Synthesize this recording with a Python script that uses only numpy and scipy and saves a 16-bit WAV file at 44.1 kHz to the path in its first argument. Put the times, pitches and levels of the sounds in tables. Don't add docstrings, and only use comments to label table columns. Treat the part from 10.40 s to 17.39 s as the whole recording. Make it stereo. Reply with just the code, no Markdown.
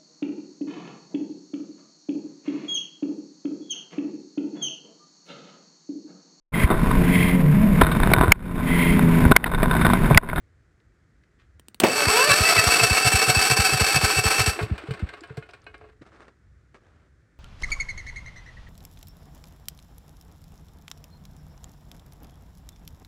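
import sys
import numpy as np
from scipy import signal
from scipy.fft import rfft, irfft, next_fast_len
from scipy.io import wavfile
from scipy.ndimage import map_coordinates

SR = 44100
rng = np.random.default_rng(int(sys.argv[2]) if len(sys.argv) > 2 else 0)


def generate_wav(sig):
    pcm = np.round(np.clip(np.atleast_2d(sig).T, -1, 1) * 32767).astype(np.int16)
    wavfile.write(sys.argv[1], SR, pcm)


N = 308259
TIME = np.arange(N) / SR
AGE = np.arange(SR // 3) / SR


def amp(db):
    return 10 ** (np.asarray(db) / 20)


def unit(x):
    return x / np.sqrt(np.mean(x ** 2) + 1e-20)


def along(points, hz):
    f, v = np.transpose(points)
    return np.interp(np.log(hz + 1), np.log(f + 1), v)


def since(s):
    return np.maximum(TIME - s, 0)


def wobble(rate):
    return map_coordinates(rng.standard_normal(int(N * rate / SR) + 4), [TIME * rate])


def coloured(x, level_db):
    size = 8192
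    cepstrum = irfft(np.log(amp(level_db(np.fft.rfftfreq(size, 1 / SR))) + 1e-6))
    cepstrum[1:size // 2] *= 2
    cepstrum[size // 2 + 1:] = 0
    response = irfft(np.exp(rfft(cepstrum)))[:size // 2]
    return signal.fftconvolve(x, response / np.linalg.norm(response))[:len(x)]


def noise(spectrum, size):
    return unit(coloured(rng.standard_normal(size), lambda hz: along(spectrum, hz)))


def add(track, s, sound):
    part = track[round(s * SR):][:len(sound)]
    part += sound[:len(part)]


def strike(t60, rise):
    shape = amp(-60 * AGE / t60) * (1 - np.exp(-(AGE / rise) ** 2))
    return shape / shape.max()


def ring(hz, t60, rise):
    return strike(t60, rise) * np.sin(2 * np.pi * hz * AGE)


def burst(tone, envelope):
    x = coloured(envelope * rng.standard_normal(len(AGE)), tone)
    return x / np.abs(x).max()


def rubbing(strokes, tone, grit_db):
    pressure = np.zeros(N)
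    for s, db, length in strokes:
        add(pressure, s, amp(db) * strike(t60=4 * length, rise=length / 3))
    grains = rng.standard_normal(N) * amp(grit_db * wobble(700))
    return pressure * unit(coloured(grains, lambda hz: along(tone, hz)))


# f/Hz, level/dB
AIR_TONE = [(20, -22.5), (65, 0), (120, -7.5), (220, -18.5), (330, -18), (950, -35.5), (1400, -25.5),
            (1900, -27), (2800, -41.5), (7400, -44), (15000, -68)]
def outdoors(air_db=-60, side_db=-12):
    air = noise(AIR_TONE, N)
    rumble = signal.sosfilt(signal.butter(2, 200, fs=SR, output="sos"), air)
    side = signal.sosfilt(signal.butter(2, 500, "high", fs=SR, output="sos"), noise(AIR_TONE, N))
    swell = amp(4 * wobble(9))
    return amp(air_db) * (air + rumble * (swell - 1) / 2 + amp(side_db) * np.array([side, -side]))


# t/s, level/dB, f/Hz
SOLE_KNOCKS = [(5.611, -45, 275), (5.618, -42.5, 128)]
# t/s, level/dB, length/s
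SHOE_SCUFFS = [(5.612, -48, 0.021), (5.649, -53.5, 0.049), (5.708, -52.5, 0.087), (5.785, -53, 0.07),
               (5.88, -44.5, 0.0059), (6.339, -47.5, 0.026), (6.352, -64, 0.33)]
# f/Hz, level/dB
GRAVEL_TONE = [(120, -32), (200, -1), (364, 3), (935, -5), (1270, -0.5), (2700, -14), (8970, -31),
               (15600, -70)]
def feet():
    knocks = np.zeros(N)
    for s, db, hz in SOLE_KNOCKS:
        add(knocks, s, amp(db) * ring(hz, t60=0.046, rise=0.0022))
    return knocks + rubbing(SHOE_SCUFFS, GRAVEL_TONE, grit_db=3.5)


# t/s, level/dB, length/s
THUMB_RUBS = [(0.4, -60, 0.0061), (0.835, -61.5, 0.006), (0.984, -62, 0.044)]
# f/Hz, level/dB
PLASTIC_TONE = [(300, -32), (1600, 6), (4500, -8.5), (15000, -38)]
# t/s, level/dB
CLASP_TICKS = [(4.807, -39), (4.874, -51), (5.109, -46), (5.218, -53), (5.242, -52), (5.379, -54)]
def remote():
    out = rubbing(THUMB_RUBS, PLASTIC_TONE, grit_db=2.0)
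    for s, db in CLASP_TICKS:
        modes_hz = np.array([[4300], [7800]]) * (1 + rng.normal(0, 0.13, (2, 1)))
        clasp = lambda hz: 20 * np.log10(np.sum(1 / (1 + ((hz - modes_hz) / 600) ** 2), axis=0))
        add(out, s, amp(db) * burst(clasp, strike(t60=0.016, rise=0.00045)))
    return out


START_S, MESH_S, RELEASE_S, STALL_S = 1.4125, 1.435, 4.1158, 4.94
TOP_CYCLES_PER_S, SPIN_UP_S, DRAG_PER_S = 4.5326, .3912, .8193
REST_ANGLE = .6802
def crank():
    speed = np.maximum(1 - np.exp(-since(START_S) / SPIN_UP_S) - DRAG_PER_S * since(RELEASE_S), 1e-6)
    return speed, REST_ANGLE + TOP_CYCLES_PER_S * np.cumsum(speed) / SR


def passes(angle):
    speed, cycles = crank()
    marks = np.arange(1 + angle, np.interp(STALL_S, TIME, cycles))
    return [(TIME[i], 20 * np.log10(speed[i])) for i in np.searchsorted(cycles, marks)]


# f/Hz, width/Hz, level/dB
METAL_PEAKS = [(432, 80, 15), (745, 150, 6.5), (1030, 40, 7), (1150, 50, 6), (1295, 110, 12),
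               (1538, 110, 9), (1785, 80, 9), (2290, 240, 8.5), (2630, 100, 22), (4400, 230, 10.5),
               (4650, 110, 13), (5550, 600, 9), (7930, 80, 11), (7960, 380, 8.5), (9050, 300, 6)]
def metal_db(hz):
    return sum(db / (1 + (2 * (hz - centre) / width) ** 2) for centre, width, db in METAL_PEAKS)


# f/Hz, level/dB
COVER_TONE = [(180, -44.5), (300, -10.5), (559, -13), (943, -16), (1470, -13.5), (4200, -27.5), (6400, -43),
              (8400, -37), (10300, -49), (15000, -56)]
# f/Hz, level/dB, t60/s
CLINK_MODES = [(424, -3.5, 0.51), (695, 0.5, 0.14), (1114, -8.5, 0.23), (1459, -1, 0.08), (1610, -3, 0.11),
               (2115, -3.5, 0.14), (2472, -3, 0.11), (2960, -8, 0.12), (4050, -6.5, 0.054)]
def clack(pitch_hz, brightness, focus_db=6, crack_db=-2.5):
    tilt_db = 0.38 * (brightness + 26)
    treble = lambda hz: tilt_db * np.log2(1 + hz / 1000) - 4 * np.log2(np.maximum(hz / 4800, 1))
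    tone = lambda hz: along(COVER_TONE, hz) + 0.18 * metal_db(hz) + treble(hz)
    clink = 0
    for hz, db, t60 in CLINK_MODES:
        louder, detune, phase = rng.standard_normal(3)
        mode = np.sin(2 * np.pi * (hz * (1 + .018 * detune) * AGE + phase))
        mode_db = db + 3 * louder - focus_db * abs(np.log2(hz / pitch_hz))
        clink = clink + amp(mode_db) * strike(t60, rise=0.00137) * mode
    return .7 * clink / np.abs(clink).max() + amp(crack_db) * burst(tone, strike(t60=.08, rise=.0011))


# t/s, level/dB, favoured f/Hz, brightness
LOOSE_PARTS = [(4.189, -17.5, 1070, -31), (4.201, -22.5, 970, -35), (4.225, -27, 2600, 1),
               (4.349, -46, 2400, -20), (4.378, -27, 2360, -12), (4.437, -39, 1600, -19),
               (4.475, -36, 1620, -15), (4.507, -28, 1630, -5), (4.536, -29.5, 1500, -12),
               (4.593, -34, 1400, -11), (4.688, -31.5, 1690, -20), (4.736, -28, 1493, -19),
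               (4.835, -31.5, 1500, -17), (4.896, -37, 1310, -30), (4.97, -32, 1440, -6),
               (5.024, -36.5, 2050, -27), (5.089, -39.5, 900, -18), (5.134, -36.5, 1400, -17),
               (5.265, -32, 1890, -28), (5.341, -36.5, 1800, -28), (5.41, -38, 684, -42),
               (5.439, -43, 694, -62), (5.486, -46.5, 1294, -32)]
def valve_gear(slide_db=-42, settle_db=-62.5, settle_s=5.5):
    slide = unit(coloured(rng.standard_normal(N), lambda hz: along(COVER_TONE, hz) + .27 * metal_db(hz)))
    speed, _ = crank()
    stirring = amp(settle_db - 220 * since(settle_s)) * (TIME > MESH_S)
    chatter = unit(amp(3 * wobble(120)))
    out = slide * chatter * (amp(slide_db) * speed ** 1.8 + stirring)
    for s, db, hz, brightness in LOOSE_PARTS:
        add(out, s, amp(db) * clack(hz, brightness))
    for angle, db in [(0.423, -32), (.92, -33)]:
        for s, speed_db in passes(angle):
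            add(out, s, amp(db + 0.81 * speed_db) * ring(hz=326.3, t60=0.044, rise=0.0038))
    return out


# f/Hz, level/dB
ROAR_TONE = [(25, -22.5), (65, 6.5), (230, -5), (600, -20.5), (6000, -78.5)]
def roar(t60, rise, db=-19):
    return amp(db) * strike(t60, rise) * noise(ROAR_TONE, len(AGE))


# f/Hz, t60/s, level/dB
HOLLOW_MODES = [(441.6, 0.099, -11), (520, 0.012, -27.5)]
def compression_thumps(thump_hz=125, hollow_db=-8.0, rebound_s=4.975, rebound_db=-25):
    out = np.zeros(N)
    thumps = [(s, db + 0.99 * speed_db)
              for angle, db in [(.578, -23), (0.647, -16.5)] for s, speed_db in passes(angle)]
    thumps.append((rebound_s, rebound_db))
    for s, db in thumps:
        hollow = sum(amp(level + rng.normal(0, 1.3)) * ring(hz, t60, rise=0.003)
                     for hz, t60, level in HOLLOW_MODES)
        thump = ring(thump_hz * (1 + rng.normal(0, 0.11)), t60=0.062, rise=0.0057)
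        add(out, s, amp(db) * (thump + roar(t60=0.19, rise=.006)) + amp(.5 * db + hollow_db) * hollow)
    return out


def exhaust(puff_db=-14, start_hz=230, end_hz=56, sag_s=0.007, lead_s=0.0068, shell_db=-17):
    out = np.zeros(N)
    flow = np.sin(np.pi * np.minimum(AGE / .035, 1) ** .65) ** 2
    glide_hz = end_hz + (start_hz - end_hz) * np.exp(-AGE / sag_s)
    for s, speed_db in passes(0):
        puff = flow * np.sin(2 * np.pi * np.cumsum(glide_hz * (1 + rng.normal(0, 0.035))) / SR)
        shell = amp(shell_db + rng.normal(0, 1.58)) * ring(hz=189, t60=0.07, rise=0.012)
        gust = roar(t60=0.2, rise=0.0029)
        add(out, s - lead_s, amp(puff_db + 0.58 * speed_db) * (puff + shell + gust))
    return signal.sosfilt(signal.butter(1, 25, "high", fs=SR, output="sos"), out)


# t/s, level/dB, t60/s
RELAY_TICKS = [(1.196, -37, 0.013), (1.284, -29.5, 0.0056), (1.345, -29, 0.011), (1.4004, -5.5, 0.03)]
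# f/Hz, level/dB
TICK_TONE = [(120, -56.5), (200, -0.5), (2170, -13), (3020, -4.5), (6400, -16.5), (8420, -7.5),
             (13000, -19.5), (15000, -14)]
# t/s, level/dB, t60/s
PINION_SLAMS = [(1.412, -20, 0.39), (1.434, -2.5, 0.058), (1.4443, -8, 0.36)]
# f/Hz, level/dB
PINION_TONE = [(59, -42), (100, -12.5), (304, -4), (718, -4.5), (1370, -15.5), (2630, -13), (3920, -25.5),
               (15000, -36.5)]
def solenoid():
    out = np.zeros(N)
    for s, db, t60 in RELAY_TICKS:
        add(out, s, amp(db) * burst(lambda hz: along(TICK_TONE, hz), strike(t60, rise=0.000468)))
    for s, db, t60 in PINION_SLAMS:
        add(out, s, amp(db) * burst(lambda hz: along(PINION_TONE, hz), strike(t60, rise=0.0029)))
        add(out, s, amp(db - 8.0) * ring(hz=241.9, t60=0.2, rise=0.0022))
    return out


def smeared(x, t60):
    paths = rfft(rng.standard_normal(len(AGE)) * amp(-60 * AGE / t60))
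    response = irfft(paths / np.abs(paths) ** .9, len(AGE))[:SR // 20]
    return signal.fftconvolve(x, response / np.linalg.norm(response))[:len(x)]


# f/Hz, level/dB
CASING_TONE = [(60, -14), (150, -3.5), (550, -1), (2300, -3), (3500, -3.5), (5600, -4.5), (6700, -7),
               (9500, -4.5), (12000, -7), (15500, -21)]
def casing(x, wander_hz=20):
    low, high = (coloured(x, lambda hz: along(CASING_TONE, hz) + metal_db(hz + by * np.tanh(hz / 2000)))
                 for by in [wander_hz, -wander_hz])
    blend = np.pi / 4 * (1 + np.tanh(2 * wobble(20)))
    return low * np.cos(blend) + high * np.sin(blend)


# angle/cycles, width/cycles, load/dB, speed change/share, power of crank speed that scales the effect
CYCLE_LOADS = [(.29, .07, 1.8, -.055, 2), (.51, .06, -1.2, .01, 2), (.67, .075, 4.2, -.07, 1),
               (.8, .07, -5.5, -.09, 8)]
# t/s, width/s, speed change/share
FIRST_SURGES = [(1.555, .04, .17), (1.66, .06, -.22), (1.87, .04, .08), (2.1, .05, .06)]
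def tooth_load(speed, cycles):
    load_db, pace = 0, 1
    for angle, width, db, change, grows in CYCLE_LOADS:
        bump = speed ** grows * np.exp(-((cycles % 1 - angle) / width) ** 2)
        load_db, pace = load_db + db * bump, pace + change * bump
    for s, width, change in FIRST_SURGES:
        pace = pace + change * np.exp(-((TIME - s) / width) ** 2)
    return load_db, pace


# t/s, level/dB over the steady rattle
GEAR_CLASHES = [(2.497, 4), (2.718, 3.5), (2.948, 4), (3.166, 4.5), (3.397, 6.5), (3.643, 6), (3.837, 6),
                (4.06, 8)]
def pinion_clashes(slack_s=.012):
    clashes, slack = np.zeros(N), 0
    for s, db in GEAR_CLASHES:
        add(clashes, s, amp(db) * strike(t60=0.086, rise=0.00027) * rng.standard_normal(len(AGE)))
        slack = slack + np.exp(-((TIME - s) / slack_s + .5) ** 2)
    return clashes, slack


# f/Hz, level/dB over the casing's colour
BOUNCE_TONE = [(200, -6), (1200, 2), (9000, -8)]
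def gear_rattle(teeth, running, load_db, scatter_db=5, bounce_share=.075, bounce_db=-6.5, side_db=-14):
    tooth = np.arange(1, int(teeth[-1]))
    late, hard = rng.standard_normal((len(tooth), 2)).T
    at = np.interp(tooth + .12 * late, teeth, np.arange(N)).astype(int)
    blows = np.bincount(at, amp(scatter_db * np.tanh(hard)), N)
    blows = blows / blows[running].std() + .4 * rng.standard_normal(N)
    bounces = np.bincount(at, rng.random(len(at)) < bounce_share, N)
    bounces = np.tanh(signal.fftconvolve(bounces, strike(t60=0.018, rise=.0003))[:N])
    bounces *= rng.standard_normal(N)
    clashes, slack = pinion_clashes()
    grip = amp(load_db - 3 * slack)
    blows = blows * grip * amp(3 * np.tanh(wobble(150))) + clashes
    mid, side = (casing(smeared(face, t60=0.022)) for face in [blows, blows * rng.standard_normal(N)])
    thud_tone = lambda hz: along(CASING_TONE, hz) + .5 * metal_db(hz) + along(BOUNCE_TONE, hz)
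    thuds = coloured(bounces, thud_tone)
    thuds = amp(bounce_db) * grip * thuds / thuds[running].std()
    return mid + thuds + amp(side_db) * np.array([side, -side]), grip


MESH_HARMONICS = [-5, 0, 1, -3, -7, -8, -7, -7]
def gear_whine(teeth, running):
    slop = .5 * wobble(130)
    mesh = sum(amp(db + 7 * np.tanh(wobble(30))) * np.sin(2 * np.pi * k * teeth + slop)
               for k, db in enumerate(MESH_HARMONICS, 1))
    whine = coloured(mesh, lambda hz: along(CASING_TONE, hz) + .5 * metal_db(hz))
    return whine / whine[running].std()


TEETH_PER_CYCLE = 177.5
GEARS_DB, EFFORT_DB, EASE_DB_PER_S = -20, 23, 1.93
LET_GO_S, LET_GO_DB, LET_GO_FALL_S, RUN_OUT_DB_PER_S = 4.095, 6, 0.043, 133
def starter(whine_db=-17, whine_power_db=12.5, bite_db=-28, bite_t60=0.78):
    speed, cycles = crank()
    running = speed > .5
    effort = np.exp(-since(START_S) / SPIN_UP_S)
    power = 27 / 4 * effort * speed ** 2
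    load_db, pace = tooth_load(speed, cycles)
    judder = 1 + .009 * (wobble(110) + wobble(28))
    teeth = np.cumsum(TEETH_PER_CYCLE * TOP_CYCLES_PER_S * speed * pace * judder) / SR
    rattle, grip = gear_rattle(teeth, running, load_db)
    whine = grip * amp(whine_db + whine_power_db * power + 1.5 * load_db) * gear_whine(teeth, running)
    drive = speed ** 1.805 * amp(GEARS_DB + EFFORT_DB * effort - EASE_DB_PER_S * since(MESH_S))
    bite = amp(bite_db - 60 * since(MESH_S) / bite_t60)
    free_s = since(LET_GO_S)
    leaving_db = LET_GO_DB * np.minimum(free_s / LET_GO_FALL_S, 1) + RUN_OUT_DB_PER_S * free_s
    return (drive + bite) * amp(-leaving_db) * (TIME > MESH_S) * (rattle + whine)


# f/Hz, level/dB
LEFT_LEVEL = [(200, 0.5), (740, -6.5), (1220, 0.5), (2010, -2.5), (3330, 2), (9080, 0)]
# f/Hz, phase/rad
LEFT_PHASE = [(100, 0), (3190, 0.535), (8000, 1), (8900, 0), (11700, -6), (15200, -13.5)]
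def microphone(x, echo_db=-15, echo_t60=0.088):
    tail = rng.standard_normal((2, len(AGE))) * strike(echo_t60, rise=0.00066)
    tail = signal.sosfilt(signal.butter(2, 400, "high", fs=SR, output="sos"), tail)
    pair = x + amp(echo_db) * signal.fftconvolve(x, tail / np.linalg.norm(tail[0]), axes=1)[:, :N]
    size = next_fast_len(N + SR // 2)
    hz = np.fft.rfftfreq(size, 1 / SR)
    half = np.array([[.5], [-.5]])
    ports = amp(half * along(LEFT_LEVEL, hz)) * np.exp(1j * half * along(LEFT_PHASE, hz))
    return irfft(rfft(pair, size) * ports, size)[:, :N]


def scene():
    generator = solenoid() + starter() + compression_thumps() + exhaust() + valve_gear()
    return microphone(generator + remote() + feet()) + outdoors()


LOW_CUT_HZ, TOP_HZ = 31, 16100
def record(dry):
    size = next_fast_len(N + SR // 2)
    hz = np.fft.rfftfreq(size, 1 / SR)
    low_cut = 1 - np.exp(-(hz / LOW_CUT_HZ) ** 4)
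    high_cut = np.clip((TOP_HZ - hz) / 400 + .5, 0, 1)
    return irfft(rfft(dry, size) * low_cut * high_cut, size)[:, :N]


dry = scene()
out = record(dry)
generate_wav(out)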